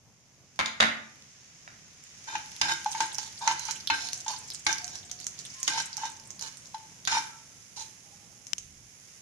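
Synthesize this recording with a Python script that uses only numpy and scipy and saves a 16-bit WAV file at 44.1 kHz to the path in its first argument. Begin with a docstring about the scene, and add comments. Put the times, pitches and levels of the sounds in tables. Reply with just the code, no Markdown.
"""Mustard seeds fizz and pop in a little hot oil in a steel pan, over a rumbling gas flame in a small
kitchen. Early on, a utensil clatters on the counter. From about 2 to 8 seconds a spoon stirs: it knocks
on the pan, drags over it and makes the oil crackle harder. From about 4 seconds, faint tones ring now
and then. Near the end a flying droplet ticks on the left microphone port (its sound opening), and a hand
shifts on the microphone with a soft rumble."""
import sys
import numpy as np
from scipy import signal
from scipy.fft import rfft, irfft
from scipy.io import wavfile
from scipy.ndimage import uniform_filter1d

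SR = 44100
rng = np.random.default_rng(int(sys.argv[2]) if len(sys.argv) > 2 else 0)


def digitize_waveform(pressure):
    """Quantize a signal to 16-bit integers and store it at the path in sys.argv[1].

    Rows of a 2-D input are taken as channels; values are limited to [-1, 1].
    """
    field = np.atleast_2d(pressure).T
    bounded = np.clip(field, -1, 1)
    quanta = np.round(bounded * 32767).astype(np.int16)
    wavfile.write(sys.argv[1], SR, quanta)


N = 406161
TIME = np.arange(N) / SR


def from_db(db):
    """Turn decibels into a number to multiply a sound by."""
    return np.exp(np.asarray(db) * (np.log(10) / 20))


def rms_one(x):
    """Scale a signal so that its average level (rms) is 1."""
    return x / np.sqrt(np.mean(x ** 2) + 1e-20)


def unit_energy(x):
    """Scale each channel so that its squared samples add up to 1."""
    return x / np.sqrt(np.sum(x ** 2, axis=-1, keepdims=True))


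def in_time(rows):
    """Join (time_s, value) points with straight lines."""
    return np.interp(TIME, *np.transpose(rows))


def sides(lean_db):
    """Share a sound between left and right; above 0 dB it leans left."""
    ratio = from_db(np.atleast_1d(lean_db))
    return np.array([ratio, np.ones_like(ratio)]) * np.sqrt(2 / (1 + ratio ** 2))


def from_the_right(x, lag_s):
    """A sound on the right reaches the left side a little later."""
    return np.array([np.interp(TIME - lag_s, TIME, x[0]), x[1]])


def dying(fade_s):
    """A fade-out. Everywhere here, fade_s is the time to fall by 60 dB."""
    return from_db(-60 * TIME[:max(int(fade_s * SR), 8)] / fade_s)


def swell(sound, rise_s):
    """Ease a sound in."""
    return sound * (1 - np.exp(-TIME[:sound.shape[-1]] / rise_s))


def add(track, start_s, sound):
    """Mix a sound into a track at the given time."""
    at = max(round(start_s * SR), 0)
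    track[..., at:at + sound.shape[-1]] += sound[..., :N - at]


def drift(turns_per_s):
    """A curve that wanders at random, with a typical size of 1."""
    points = rng.standard_normal(int(N / SR * turns_per_s) + 2)
    return rms_one(np.interp(TIME * turns_per_s, np.arange(len(points)), points))


def noise(alike, size=N):
    """Stereo white noise; alike runs from 0 (unrelated sides) to 1 (the same on both)."""
    mid, side = rng.standard_normal((2, size))
    return (np.sqrt(1 + alike) * mid + np.sqrt(1 - alike) * np.array([side, -side])) / np.sqrt(2)


def through(x, response):
    """Play a sound through an object or room, given its response to one click."""
    convolve = signal.oaconvolve if x.shape[-1] == N else signal.fftconvolve
    return convolve(np.atleast_2d(x), np.atleast_2d(response), axes=-1)[:, :N]


def band(x, low_hz, high_hz):
    """Keep the part of a sound between two pitches."""
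    return signal.sosfilt(signal.butter(2, [low_hz, high_hz], "band", fs=SR, output="sos"), x + 1e-18)


def colour(x, spectrum, size=4096):
    """Shape a sound's bass and treble to follow (pitch_hz, level_db) points."""
    hz, db = np.transpose(spectrum)
    grid_hz = np.maximum(np.arange(size // 2 + 1) * SR / size, 1)
    gains = from_db(np.interp(np.log(grid_hz), np.log(hz), db))
    # minimum phase: the filter never rings before the sound arrives
    cepstrum = irfft(np.log(gains))
    cepstrum[1:size // 2] *= 2
    cepstrum[size // 2 + 1:] = 0
    return through(x, unit_energy(irfft(np.exp(rfft(cepstrum)))))


def ringing(modes, spread):
    """An object's own notes (modes) fade away; spread puts left and right out of step."""
    longest_s = max(fade_s for _, _, fade_s in modes)
    out = np.zeros((2, int(longest_s * SR) + 8))
    for hz, db, fade_s in modes:
        fall = dying(fade_s)
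        phase = 2 * np.pi * hz * TIME[:len(fall)] + spread * rng.normal(size=(2, 1))
        out[:, :len(fall)] += from_db(db) * fall * np.sin(phase)
    return out


def contact(fade_s, crack_db, crack_fade_s, rise_s):
    """The force of a blow: it builds up to a crack, then chatters away."""
    fall = dying(max(fade_s, crack_fade_s))
    crack = dying(crack_fade_s)
    fall[:len(crack)] += from_db(crack_db) * crack
    return swell(fall, rise_s) * noise(0.3, size=len(fall))


def kitchen(x):
    """The tiled room gives a blurred echo; the treble dies sooner."""
    tail = np.zeros((2, N))
    bands = [(61, 936, .5, .57), (1194, 2840, .52, .17), (2310, 16500, .37, 0)]
    for low_hz, high_hz, fade_s, alike in bands:
        fall = dying(fade_s)
        add(tail, .006, band(fall * noise(alike, size=len(fall)), low_hz, high_hz))
    return through(x, unit_energy(tail[:, :SR]))


# the flame's tone colour: pitch_hz, level_db
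FLAME_COLOUR = [(20, -14), (50, -10.5), (105, 4), (170, 1.5), (260, -4.5), (400, -9.5), (750, -11),
                (1100, -15), (3000, -30.5)]
# how loud the flame is: time_s, level_db
FLAME_LEVEL = [(0, -63.5), (1.9, -62), (2.8, -57.5), (6.5, -59.5), (7.6, -61), (8.5, -60.5), (8.75, -64),
               (9.2, -61.5)]
def flame():
    """The gas burns with a low, flickering rumble."""
    return colour(noise(0.71), FLAME_COLOUR) * from_db(in_time(FLAME_LEVEL) + 1.5 * drift(12))


# how loud the hand's rumble is: time_s, level_db
HAND_LEVEL = [(8.5, -80), (8.65, -56), (8.85, -59), (9.0, -86)]
def hand():
    """A hand shifts on the microphone and makes it rumble."""
    return rms_one(band(noise(0.92), 41, 147)) * from_db(in_time(HAND_LEVEL))


# faint ringing tones: start_s, pitch_hz, level_db, fade_s
FAINT_TONES = [(3.905, 725, -50.5, 1.4), (4.67, 721, -41.5, 1.3), (5.541, 1054, -52.5, 1.9),
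               (5.69, 1360, -60, 1.1), (6.252, 1073, -51, 0.97), (7.2, 1343, -48.5, 0.96),
               (8.04, 818, -48.5, 0.78)]
def tones():
    """Faint tones ring on, waver and fade."""
    out = np.zeros((2, N))
    for start_s, hz, db, fade_s in FAINT_TONES:
        add(out, start_s, swell(ringing([(hz, db, fade_s)], spread=.5), rise_s=.02))
    return out * (.8 + .45 * drift(28))


# the notes of the microphone port: pitch_hz, level_db, fade_s
PORT_MODES = [(3080, -8, 0.012), (3920, -0.5, 0.0024), (5600, 7, 0.0031)]
def droplet(start_s=8.5332):
    """A drop hits the left port, which rings so briefly that it makes one dry tick."""
    out = np.zeros((2, N))
    add(out, start_s, from_db(-13.5) * ringing(PORT_MODES, spread=0.13) * sides(24))
    return band(out, 1550, 12500)


# the low notes of the stove under the pan: pitch_hz, level_db, fade_s
STOVE_MODES = [(94, -4, 0.1), (138.4, -12.5, 0.43), (169, -10.5, 0.15), (224, 3.5, 0.042),
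               (277.5, 4.5, 0.067), (329.5, 0, 0.096)]
def stove(force):
    """Blows travel into the stove, which thuds almost alike on both sides."""
    thud = swell(ringing(STOVE_MODES, spread=0.143), rise_s=0.006)
    return through(force.mean(axis=0), unit_energy(thud))


# each time the utensil touches the counter: start_s, level_db, treble_db, chime_db
BOUNCES = [(0.5907, -13, 3.5, -44), (0.5967, -13.5, 2, -57), (0.602, -14.5, 0, -61), (0.6101, -16, -1, -55),
           (0.6186, -40, 3, -60), (0.659, -24, 16.5, -39), (0.661, -32, 10, -42), (.677, -30, 4, -54),
           (0.68, -28, 2, -44.5), (0.802, -8.5, -1, -33), (0.806, -7.5, 8.5, -50), (0.817, -15, 1, -45),
           (.8245, -9, -1, -52), (0.829, -12.5, 4, -50), (0.8377, -11.5, -11, -45), (.844, -13.5, -8, -55),
           (1.677, -34.5, -6, -55)]
# the utensil's notes: pitch_hz, level_db, fade_s
UTENSIL_MODES = [(225.1, -4.5, 0.44), (553, -0.5, 0.12), (877, -5.5, 0.6), (1200, 1, 0.22), (1454, 4, 0.18),
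                 (1798, -17, 0.58), (1927, -6, 0.25), (2115, 5, 0.09), (2350, -9, 0.19), (2331, 6, 0.12),
                 (2772, -3, 0.28), (3728, -2.5, 0.26), (4920, 5, 0.034), (6940, 1, 0.041)]
# tone colours of the clatter's body and its bright top: pitch_hz, level_db
BODY_COLOUR = [(60, -25), (130, -11), (220, -14), (380, -17), (620, -1.5), (1400, 2), (2200, 2.5),
               (2900, -4.5), (3500, -15), (5000, -14), (9000, -37)]
TOP_COLOUR = [(2000, -24), (3700, 19), (5000, 5), (6700, 9), (8200, -9.5), (11000, -6), (13500, -43)]
def clatter(chime_above_hz=3200):
    """Each bounce cracks and rings the hollow utensil; its tip chimes and the stove thuds along."""
    blows, treble, taps, tips = np.zeros((4, 2, N))
    for start_s, db, treble_db, chime_db in BOUNCES:
        force = contact(.027, crack_db=6, crack_fade_s=0.007, rise_s=0.0005)
        blow = from_db(db + 13.5) * unit_energy(force)
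        add(blows, start_s - .0005, blow)
        add(treble, start_s - .0005, from_db(treble_db - 8.5) * blow)
        add(taps, start_s, from_db([db]))
        add(tips, start_s, from_db([chime_db]))
    body_modes = [mode for mode in UTENSIL_MODES if mode[0] < chime_above_hz]
    tip_modes = [mode for mode in UTENSIL_MODES if mode[0] >= chime_above_hz]
    ring = from_db(-28) * through(taps, ringing(body_modes, spread=0.1))
    chime = through(tips, ringing(tip_modes, spread=0.72))
    body = from_the_right(colour(blows, BODY_COLOUR) + ring, lag_s=0.00036)
    return body + colour(treble, TOP_COLOUR) + chime + from_db(-17.5) * stove(blows)


def touched(modes):
    """Each place the spoon touches changes the pitch and strength of the pan's notes a little."""
    return [(hz * (1 + .008 * rng.normal()), db + 2.5 * rng.normal(), fade_s)
            for hz, db, fade_s in modes]


# the pan's lowest notes, the main one first: pitch_hz, level_db, fade_s
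BOTTOM_MODES = [(885, 0, 0.095), (855, -6, 0.055), (935, -7, 0.05), (1575, -20, 0.05)]
def bottom_knock(pitch_hz):
    """The pan's bottom rings; the pressing spoon shifts its main note to pitch_hz."""
    shifted = [(hz * pitch_hz / BOTTOM_MODES[0][0], db, fade_s) for hz, db, fade_s in BOTTOM_MODES]
    return swell(ringing(shifted, spread=0.24), rise_s=0.003)


def bottom_hum(force):
    """A drag keeps the pan's bottom humming."""
    hum = through(force.mean(axis=0), ringing(touched(BOTTOM_MODES), spread=0.81))
    return np.sqrt(force.shape[1]) * unit_energy(hum)


# the pan's higher notes: pitch_hz, level_db, fade_s
SHELL_MODES = [(1579, 5, 0.051), (1740, -8, 0.024), (2440, 2.5, 0.029), (3032, -1, 0.055),
               (3680, 2.5, 0.14), (4106, 11.5, 0.031), (5160, 9, 0.032), (5680, 5.5, 0.074),
               (6610, 11, 0.036)]
def shell(force, ring_db, minor_db, minor_fade_s, size=6000):
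    """The pan's steel shell passes on the contact itself, its main notes and a crowd of minor ones."""
    response = np.zeros((2, size))
    response[:, 0] = 1
    main_notes = unit_energy(ringing(touched(SHELL_MODES), spread=1.0))
    add(response, 0, from_db(ring_db) * main_notes[:, :size])
    fall = dying(minor_fade_s)[:size]
    add(response, 0, from_db(minor_db) * unit_energy(fall * noise(0.066, size=len(fall))))
    return through(force, unit_energy(response))


def drag(length_s, rise_db, slips_per_s=500, spread_db=2.0, grit=0.93):
    """The spoon's rim sticks and slips as the hand's pressure changes: jerks with puffs of fine grit."""
    size = max(int(length_s * SR), 256)
    slips = rng.integers(0, size, int(length_s * slips_per_s) + 4)
    jerks = np.zeros(size)
    jerks[slips] = from_db(spread_db * np.clip(rng.normal(size=len(slips)), -2, 1.5))
    puffs = signal.lfilter([1], [1, -np.exp(-1 / (0.0038 * SR))], jerks)
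    force = rms_one(jerks - jerks.mean()) + grit * rms_one(puffs) * noise(0.42, size=size)
    pressure = from_db(np.linspace(0, rise_db, size)) * signal.windows.tukey(size, .3)
    return rms_one(force * pressure)


# the spoon knocks or catches on the pan: start_s, pitch_hz, bottom_db, clack_db, tick_db
SPOON_KNOCKS = [(2.353, 864, -16.5, -30.5, -36.5), (2.614, 877, -21.5, -23, -20.5),
                (2.861, 851, -11, -41.5, -37.5), (2.949, 885, -19.5, -38, -55),
                (3.005, 891, -11, -25.5, -25.5), (3.186, 860, -27, -39, -39), (3.476, 891, -9, -23, -23.5),
                (3.512, 976, -19, -32, -38), (3.687, 877, -23.5, -37, -56), (3.901, 898, -13.5, -20, -29),
                (4.264, 880, -24, -44, -48), (4.281, 884, -28.5, -57, -28.5), (4.314, 868, -25, -59, -61),
                (4.666, 850, -20, -21.5, -21.5), (5.678, 861, -31, -23.5, -19),
                (5.779, 894, -21.5, -35, -52), (5.979, 860, -28.5, -43, -48), (6.035, 880, -19, -40, -57),
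                (6.745, 877, -21.5, -46.5, -44), (7.0741, 893, -34, -24.5, -22),
                (7.124, 898, -18, -29, -50), (7.148, 947, -20, -30, -48), (7.17, 892, -13.5, -44, -50),
                (7.775, 848, -38.5, -70, -62)]
# the spoon drags over the pan: start_s, end_s, bottom_db, rasp_db, hiss_db, pressure_rise_db
SPOON_DRAGS = [(2.268, 2.347, -41.5, -40, -48, -5), (2.632, 2.723, -31, -29, -36, 11),
               (2.937, 3.08, -38, -44, -42.5, -5), (3.188, 3.28, -53, -61, -44, 3),
               (3.399, 3.529, -32, -41.5, -41, 7), (3.545, 3.72, -51, -48, -41, 16),
               (3.927, 4.09, -52, -54, -39.5, -2), (4.273, 4.342, -37, -46, -40, 4),
               (4.674, 4.734, -35, -38, -38.5, 1), (4.785, 4.977, -54.5, -57, -51, 23),
               (5.691, 5.813, -36, -34.5, -36.5, 8.5), (5.981, 6.076, -39.5, -45.5, -44, 10),
               (6.397, 6.482, -50, -48, -42.5, 3), (7.085, 7.192, -39.5, -28.5, -35.5, -1),
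               (7.758, 7.822, -45, -53, -41.5, 1)]
# tone colours of the shell's rasp and its hiss: pitch_hz, level_db
RASP_COLOUR = [(200, -17), (450, -15), (1100, 0.5), (1600, 4), (3000, 2), (4000, -7), (5200, -4.5),
               (9000, -41)]
HISS_COLOUR = [(2000, -14.5), (3600, -0.5), (4800, 1), (6600, 5), (7900, -9), (10500, -12), (13500, -32)]
def spoon():
    """Knocks and gritty drags shake the pan: its bottom hums, its shell clacks and hisses."""
    bottom, rasp, hiss = np.zeros((3, 2, N))
    skids = []
    for start_s, hz, bottom_db, clack_db, tick_db in SPOON_KNOCKS:
        add(bottom, start_s - .002, from_db(bottom_db - 3) * bottom_knock(hz))
        blow = contact(.055, crack_db=-3, crack_fade_s=0.011, rise_s=0.0006)
        clack = shell(blow, ring_db=-1, minor_db=1, minor_fade_s=.05)
        add(rasp, start_s - .001, from_db(clack_db + 1) * clack)
        snap = contact(0.054, crack_db=16.5, crack_fade_s=0.0098, rise_s=0.00085)
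        tick = shell(snap, ring_db=-8, minor_db=-3.5, minor_fade_s=0.042)
        add(hiss, start_s - .0005, from_db(tick_db - 5) * tick)
        # after each knock the spoon skids: a short, quiet drag
        skids.append((start_s + .004, start_s + .04, clack_db - 16.5, clack_db - 11.5, clack_db - 24.5, 0))
    for start_s, end_s, bottom_db, rasp_db, hiss_db, rise_db in SPOON_DRAGS + skids:
        force = drag(end_s - start_s + .01, rise_db)
        add(bottom, start_s, from_db(bottom_db - 3.5) * bottom_hum(force))
        add(rasp, start_s, from_db(rasp_db - 5) * shell(force, ring_db=10, minor_db=4, minor_fade_s=.05))
        add(hiss, start_s, from_db(hiss_db) * shell(force, ring_db=0, minor_db=12, minor_fade_s=.03))
    steel = colour(rasp, RASP_COLOUR) * sides(1) + colour(hiss, HISS_COLOUR) * sides(-6)
    return band(bottom, 811, 1730) + from_the_right(steel, lag_s=0.00019) + from_db(-17) * stove(rasp)


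def sputter(hz):
    """A lumpy spray of oil dies away around one pitch."""
    fall = dying(fade_s=.07)
    wobble = rms_one(uniform_filter1d(rng.standard_normal(len(fall)), size=64))
    spray = from_db(3.5 * wobble) * noise(0, size=len(fall))
    return fall * rms_one(band(spray, 0.85 * hz, 1.15 * hz))


def spits(sizzle_db, count=90, from_s=2.9, until_s=6.4):
    """Small pockets of steam spurt at random from the stirred oil, loudest when it is lively."""
    out = np.zeros((2, N))
    starts_s = rng.uniform(from_s, until_s, count)
    strengths = rng.exponential(1, count)
    pitches_hz = rng.uniform(2960, 8550, count)
    for start_s, strength, hz in zip(starts_s, strengths, pitches_hz):
        db = sizzle_db[int(start_s * SR)] + 15.5 + 1.6 * min(strength, 3)
        add(out, start_s, from_db(db) * sputter(hz))
    return out


def bubbles(per_s, spread_db):
    """Tiny bursts at random moments, each with its own strength on the left and right."""
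    born = np.flatnonzero(rng.random(N) < per_s / SR)
    strengths = from_db(spread_db * np.minimum(rng.exponential(1, len(born)), 4.5))
    out = np.zeros((2, N))
    out[:, born] = strengths * rng.normal(size=(2, len(born)))
    return rms_one(out)


# how lively the oil is between drags: time_s, level_db
SIZZLE_LEVEL = [(0, -74.5), (1.25, -64.5), (1.95, -64), (2.3, -58.5), (2.9, -54), (3.3, -58.5), (4.5, -59),
                (5.25, -62), (5.6, -55.5), (6.25, -64), (6.6, -62.5), (7.7, -64), (8.8, -66), (9.2, -63)]
def liveliness(flare_db=-16.5, settle_s=0.084):
    """The sizzle's level in dB: each drag spreads oil over hot steel, so it flares and then settles."""
    power = from_db(in_time(SIZZLE_LEVEL)) ** 2
    for start_s, end_s, _, _, hiss_db, _ in SPOON_DRAGS:
        build = np.clip((TIME - start_s) / (end_s - start_s), 0, 1)
        settle = np.exp(-np.clip(TIME - end_s, 0, 2) / settle_s)
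        power += (from_db(hiss_db + flare_db) * build * settle) ** 2
    return 10 * np.log10(power)


# tone colours of the fine fizz and the coarse crackle: pitch_hz, level_db
FIZZ_COLOUR = [(500, -25.5), (1000, -17.5), (2200, -8.5), (4200, -14), (5400, -4), (6600, -.5), (7500, -9),
               (8200, -14.5), (10500, -13), (12900, -26), (13500, -49)]
CRACKLE_COLOUR = [(600, -16), (1500, -25), (3000, -3), (4500, -0.5), (6400, 1), (7800, -17.5),
                  (10500, -3.5), (13500, -24)]
# the bubbles get finer as the oil heats: time_s, fine_share (0 to 1)
FINE_BUBBLES = [(0, 0.1), (1.8, 0.11), (2.8, 0.37), (6, 0.32), (7.8, 1.0), (9.2, 1)]
# where the sizzle is heard: time_s, lean_left_db
SIZZLE_LEAN = [(0, -1.5), (2.5, -2.5), (5, -2.5), (7, -3), (8.2, -7.5), (9.2, -5.5)]
def frying():
    """Steam bubbles fizz in the oil; coarser crackle joins in as it is stirred."""
    sizzle_db = liveliness()
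    bright = colour(bubbles(per_s=14000, spread_db=-0.5), FIZZ_COLOUR) * from_db(sizzle_db + 11.5)
    dull = signal.sosfilt(signal.butter(2, 8000, fs=SR, output="sos"), bright)[:, ::-1]
    dull = signal.sosfilt(signal.butter(2, 8000, fs=SR, output="sos"), dull)[:, ::-1]
    fine_share = in_time(FINE_BUBBLES)
    fizz = fine_share * bright + (1 - fine_share) * dull
    # crackle falls away faster than the fizz when the oil settles
    crackle_db = sizzle_db + np.minimum(sizzle_db + 58, 0) + 2.9 * drift(25) - 1
    bursts = bubbles(per_s=500, spread_db=7) * from_db(crackle_db)
    crackle = colour(bursts, CRACKLE_COLOUR) + spits(sizzle_db)
    lean_db = in_time(SIZZLE_LEAN)
    return fizz * sides(lean_db) + crackle * sides(0.81 * lean_db)


# the loudest seeds bursting: start_s, level_db, pitch_hz, lean_left_db
SEED_POPS = [(.5597, -42, 6300, -10), (2.039, -37, 7100, -15), (2.2425, -39, 6040, -7),
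             (2.518, -36.5, 5160, -10), (2.916, -24, 6380, -24), (3.1464, -24, 5940, -17),
             (3.1833, -16.5, 5680, -19), (3.595, -23.5, 6560, -18), (3.653, -25, 6000, -13),
             (3.71, -18.5, 6500, -21), (3.8735, -16, 3640, -9), (4.023, -29, 5700, -11),
             (4.0875, -23.5, 4300, -10), (4.132, -16.5, 6160, -5), (4.5025, -23.5, 5100, -3),
             (4.5464, -24.5, 6960, -24), (4.7277, -17.5, 5900, -13), (4.783, -24, 5260, -6),
             (4.844, -24.5, 6600, -15), (4.879, -26, 5800, -5), (4.955, -27.5, 5860, -15),
             (5.097, -34.5, 3600, 15), (5.1139, -22.5, 6160, -10), (5.2014, -29, 6860, -22),
             (5.212, -35, 3890, -3), (5.2206, -37, 5570, -7), (5.2435, -32, 6700, -16),
             (5.2673, -19.5, 6630, -6), (5.39, -27, 6900, -14), (5.63, -17, 6610, -3),
             (5.969, -20.5, 5980, -10), (6.1984, -33.5, 6120, -7), (6.3052, -29.5, 6640, -10),
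             (6.3937, -28.5, 5010, -6.5), (6.4113, -27.5, 6200, -9), (6.4244, -24, 6650, -17),
             (6.5712, -32, 8900, -29), (6.6575, -38, 5630, 17), (6.669, -38, 6860, -6),
             (7.0514, -23.5, 3770, -20), (8.4687, -31.5, 6500, 4), (8.582, -23, 6330, -8)]
# tone colour of a seed's snap: pitch_hz, level_db
SNAP_COLOUR = [(600, -11.5), (1800, -5.5), (3500, -3.5), (6400, 9), (8000, -11), (11000, -4.5),
               (13500, -19.5)]
def pops():
    """A seed splits with a hard snap and a very short ring, and spatters a little oil."""
    snaps, rings = np.zeros((2, 2, N))
    for start_s, db, hz, lean_db in SEED_POPS:
        gain = from_db(db) * sides(lean_db)
        snap = unit_energy(contact(.03, crack_db=28, crack_fade_s=.005, rise_s=.0002))
        add(snaps, start_s, gain * from_db(11) * snap)
        add(rings, start_s + 0.0023, from_db(db - 12) * sides(0.52 * lean_db) * sputter(hz))
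        seed_modes = [(hz, 0, .008), (hz * rng.uniform(1.31, 1.7), -11, .007)]
        add(rings, start_s, gain * ringing(seed_modes, spread=.7))
    return colour(snaps, SNAP_COLOUR) + band(rings, 3350, 8600)


def scene():
    """The pan is close, the clatter further off with more echo, the flame underneath."""
    stirring, seeds, utensil = spoon(), pops(), clatter()
    rumble = flame() + hand()
    echo = kitchen(from_db(-8.5) * (stirring + seeds) + from_db(-5) * utensil)
    return rumble + echo + utensil + stirring + frying() + seeds + tones() + droplet()


def record(dry):
    """Cut the highest treble steeply."""
    cutoff_hz = 13300
    return signal.sosfilt(signal.ellip(8, .5, 70, cutoff_hz, fs=SR, output="sos"), dry)


dry = scene()
out = record(dry)
digitize_waveform(out)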